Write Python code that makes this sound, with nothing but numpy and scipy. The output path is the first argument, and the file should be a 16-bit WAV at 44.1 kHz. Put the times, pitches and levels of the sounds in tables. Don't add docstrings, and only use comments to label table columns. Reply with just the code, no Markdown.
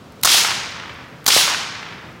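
import sys
import numpy as np
from scipy import signal
from scipy.io import wavfile
from scipy.ndimage import uniform_filter1d

SR = 44100
rng = np.random.default_rng(int(sys.argv[2]) if len(sys.argv) > 2 else 0)


def generate_wav(sig):
    pcm = np.round(np.clip(np.atleast_2d(sig).T, -1, 1) * 32767).astype(np.int16)
    wavfile.write(sys.argv[1], SR, pcm)


N = 97020
T = np.arange(N) / SR

# (time [s], level [dB], hold before the forest's scatter decays [s])
SHOT_EVENTS = [(0.2332, -0.5, 0.147), (1.2633, -0.3, 0.13)]
# (delay [s], hold [s], release [s], level [dB])
CRACK_BURSTS = [(-0.0205, 0.001, 0.0027, -38), (-0.005, 0.003, 0.002, -32.5),
                (0.0005, 0.0008, 0.0005, -5.5), (0.0026, 0.0015, 0.0006, -6.5),
                (0.005, 0.008, 0.004, -23.5)]
# (frequency [Hz], level [dB])
CRACK_SPECTRUM = [(40, -17), (150, -3), (500, -16), (900, -2), (2400, -1), (3700, 3.5), (6000, -0.5),
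                  (10000, -2), (15500, -4.5)]
BLAST_SPECTRUM = [(40, -17), (150, -6), (500, -8.5), (900, 1), (1500, -1.5), (2400, -16.5), (3700, 0),
                  (5500, 0.5), (8000, -3), (15500, -10)]
# (frequency [Hz], level [dB])
FOREST_SPECTRUM = [(30, -51), (60, -23), (110, -21), (200, -16.5), (400, -12.5), (600, -9.5), (1000, -4),
                   (1600, -4), (2500, -1), (3700, 1), (5400, 0.5), (6500, -0.5), (7500, -5), (10500, -8),
                   (12500, -12.5), (15500, -14.5)]
# (frequency [Hz], time to fall 60 dB [s])
FOREST_DECAY = [(100, 3.4), (400, 1.7), (1000, 2.26), (1700, 2.38), (2500, 1.64), (3700, 1.18),
                (5400, 1.026), (7700, 0.76), (10500, 0.57), (15500, 0.43)]
# (delay [s], release [s], level [dB])
TRUNK_ECHOES = [(0.0406, 0.003, -7.5), (0.083, 0.003, -17), (0.111, 0.004, -10.5), (0.214, 0.006, -11),
                (0.236, 0.005, -22), (0.2732, 0.0012, -12), (0.282, 0.003, -10), (0.565, 0.0041, -26),
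                (0.601, 0.0039, -29), (0.624, 0.0016, -25.5), (0.661, 0.0042, -29.5)]
# (delay [s], spread [s], level [dB])
SPRUCE_ECHOES = [(0.043, 0.0022, -11.5), (0.059, 0.0049, -13), (0.084, 0.005, -14), (0.111, 0.015, -13.5),
                 (0.138, 0.004, -15.5), (0.163, 0.009, -19)]
STAND_ECHOES = [(0.255, 0.019, -24), (0.372, 0.029, -34.5), (0.635, 0.052, -39.5), (0.78, 0.049, -42.5)]
# (frequency [Hz], level [dB])
TRUNK_SPECTRUM = [(60, -22), (400, -13), (750, -2), (1300, 3.5), (2700, 0.5), (4500, -10.5), (8000, -24),
                  (15500, -50)]
SPRUCE_SPECTRUM = [(60, -43), (700, -19), (2000, -11), (3300, 7.5), (5500, 4), (6600, -13), (7600, -2),
                   (15500, -18)]
STAND_SPECTRUM = [(60, -37), (300, -13), (600, -9), (900, 3.5), (1900, 1), (3000, -2.5), (6000, -21),
                  (15500, -55)]
# (time [s], spread [s], level [dB])
THUD_EVENTS = [(0.349, 0.0033, -29), (1.3644, 0.0015, -14.5), (1.378, 0.012, -23.5)]
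# (time [s], level [dB])
LEAF_TICKS = [(0.121, -50), (0.706, -48), (0.939, -51)]
# (frequency [Hz], level [dB])
THUD_SPECTRUM = [(40, -29), (100, -5.5), (250, -8), (420, -1.5), (800, 3), (1150, -2), (3000, -24),
                 (15500, -57)]
TICK_SPECTRUM = [(100, -10), (3000, 0), (12000, 2), (15500, -2)]
AIR_SPECTRUM = [(20, -31), (45, -16.5), (75, -3.5), (110, 0.5), (180, -0.5), (330, -6), (500, -8),
                (900, -14), (1300, -13.5), (1700, -19.5), (2500, -21.5), (3700, -24), (5400, -27.5),
                (7700, -34.5), (10500, -40), (15500, -40)]


def bullet_crack(start):
    envelope = sum(amp(db) * burst(start + delay, hold, release)
                   for delay, hold, release, db in CRACK_BURSTS)
    return shaped_noise(envelope, CRACK_SPECTRUM)


def muzzle_blast(start, push_hz=75, push_width_s=0.0047):
    envelope = amp(-9) * burst(start + 0.0145, hold=0.012, release=0.0027)
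    from_peak = T - start - 0.0168
    push = -amp(-32) * np.cos(2 * np.pi * push_hz * from_peak) * np.exp(-abs(from_peak) / push_width_s)
    return shaped_noise(envelope, BLAST_SPECTRUM) + push


def forest_scatter(start, hold, pattern, onset_s=0.013, rise_s=0.063, early_s=0.22):
    hz, t, spectra = signal.stft(tint(pattern, FOREST_SPECTRUM), SR, nperseg=256, noverlap=192)
    age = np.maximum(t - hold, 0)
    decay_db = 60 * age / curve_at(FOREST_DECAY, hz)[:, None]
    early_drop_db = 2.5 * (1.5 - np.exp(-age / early_s))
    faded = spectra * amp(-decay_db - early_drop_db)
    tail = signal.istft(faded, SR, nperseg=256, noverlap=192)[1][:N]
    rise = np.sqrt(np.clip((T - onset_s) / rise_s, 0, 1))
    return delayed(amp(-11.5) * tail * rise, start)


def tree_echoes(start, pattern):
    spruces = shaped_noise(swells(SPRUCE_ECHOES), SPRUCE_SPECTRUM)
    slaps = sum(amp(db) * burst(delay, 0, release) for delay, release, db in TRUNK_ECHOES)
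    trunks = shaped_noise(slaps, TRUNK_SPECTRUM)
    stands = tint(swells(STAND_ECHOES) * pattern, STAND_SPECTRUM)
    return delayed(spruces + trunks + stands, start)


def far_reflections(clicks_per_s=900):
    arrivals = rng.random(N) < clicks_per_s / SR
    clicks = unit(arrivals * rng.choice([-1, 1], N) * rng.uniform(0.52, 1, N))
    return blend(clicks, clumpy_noise(depth_db=2.5, clump_samples=300), share=0.6)


def thuds():
    return shaped_noise(swells(THUD_EVENTS), THUD_SPECTRUM)


def background():
    air = amp(-41) * tint(clumpy_noise(depth_db=0.5, clump_samples=2000), AIR_SPECTRUM)
    ticks = sum(amp(db) * burst(start, hold=0, release=0.0048) for start, db in LEAF_TICKS)
    return air + shaped_noise(ticks, TICK_SPECTRUM)


def amp(db):
    return 10 ** (np.asarray(db) / 20)


def unit(x):
    return x / np.sqrt(np.mean(x ** 2) + 1e-20)


def curve_at(points, hz):
    frequencies, values = np.transpose(points)
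    return np.interp(np.log(hz + 1), np.log(frequencies + 1), values)


def tint(x, spectrum, size=4096):
    gain = unit(amp(curve_at(spectrum, np.fft.rfftfreq(size, 1 / SR))))
    log_gain = np.log(np.r_[gain, gain[-2:0:-1]] + 1e-6)
    response = np.exp(np.conj(signal.hilbert(log_gain)))
    taps = np.fft.ifft(response).real
    return signal.fftconvolve(x, taps[:size // 2])[:N]


def shaped_noise(envelope, spectrum):
    return tint(envelope * rng.standard_normal(N), spectrum)


def clumpy_noise(depth_db, clump_samples):
    clumps = unit(uniform_filter1d(rng.standard_normal(N), clump_samples))
    return unit(rng.standard_normal(N) * amp(depth_db * np.clip(clumps, -3, 3)))


def burst(start, hold, release):
    age = T - start
    attack = np.clip(age * SR / 8, 0, 1)
    return attack * np.exp(-np.maximum(age - hold, 0) / release)


def swells(rows):
    return sum(amp(db) * np.exp(-.5 * ((T - centre) / spread) ** 2) for centre, spread, db in rows)


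def delayed(sound, seconds):
    return np.pad(sound, (round(seconds * SR), 0))[:N]


def blend(first, second, share):
    return np.sqrt(share) * first + np.sqrt(1 - share) * second


def scene(same_path=0.71):
    *near, near_common = [clumpy_noise(depth_db=1.43, clump_samples=130)
                          for _ in range(len(SHOT_EVENTS) + 1)]
    *far, far_common = [far_reflections() for _ in range(len(SHOT_EVENTS) + 1)]
    mix = background() + thuds()
    for k, (start, db, hold) in enumerate(SHOT_EVENTS):
        direct = bullet_crack(start) + muzzle_blast(start)
        tail = forest_scatter(start, hold, blend(near_common, near[k], same_path))
        echoes = tree_echoes(start, blend(far_common, far[k], same_path))
        mix += amp(db) * (direct + tail + echoes)
    return mix[None]


def record(dry, saturation=1.24, cutoff_hz=15950):
    rounded = saturation * np.tanh(dry / saturation)
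    low_pass = signal.firwin(401, cutoff_hz, window=("kaiser", 8), fs=SR)
    return signal.oaconvolve(rounded, low_pass[None], "same")


dry = scene()
out = record(dry)
generate_wav(out)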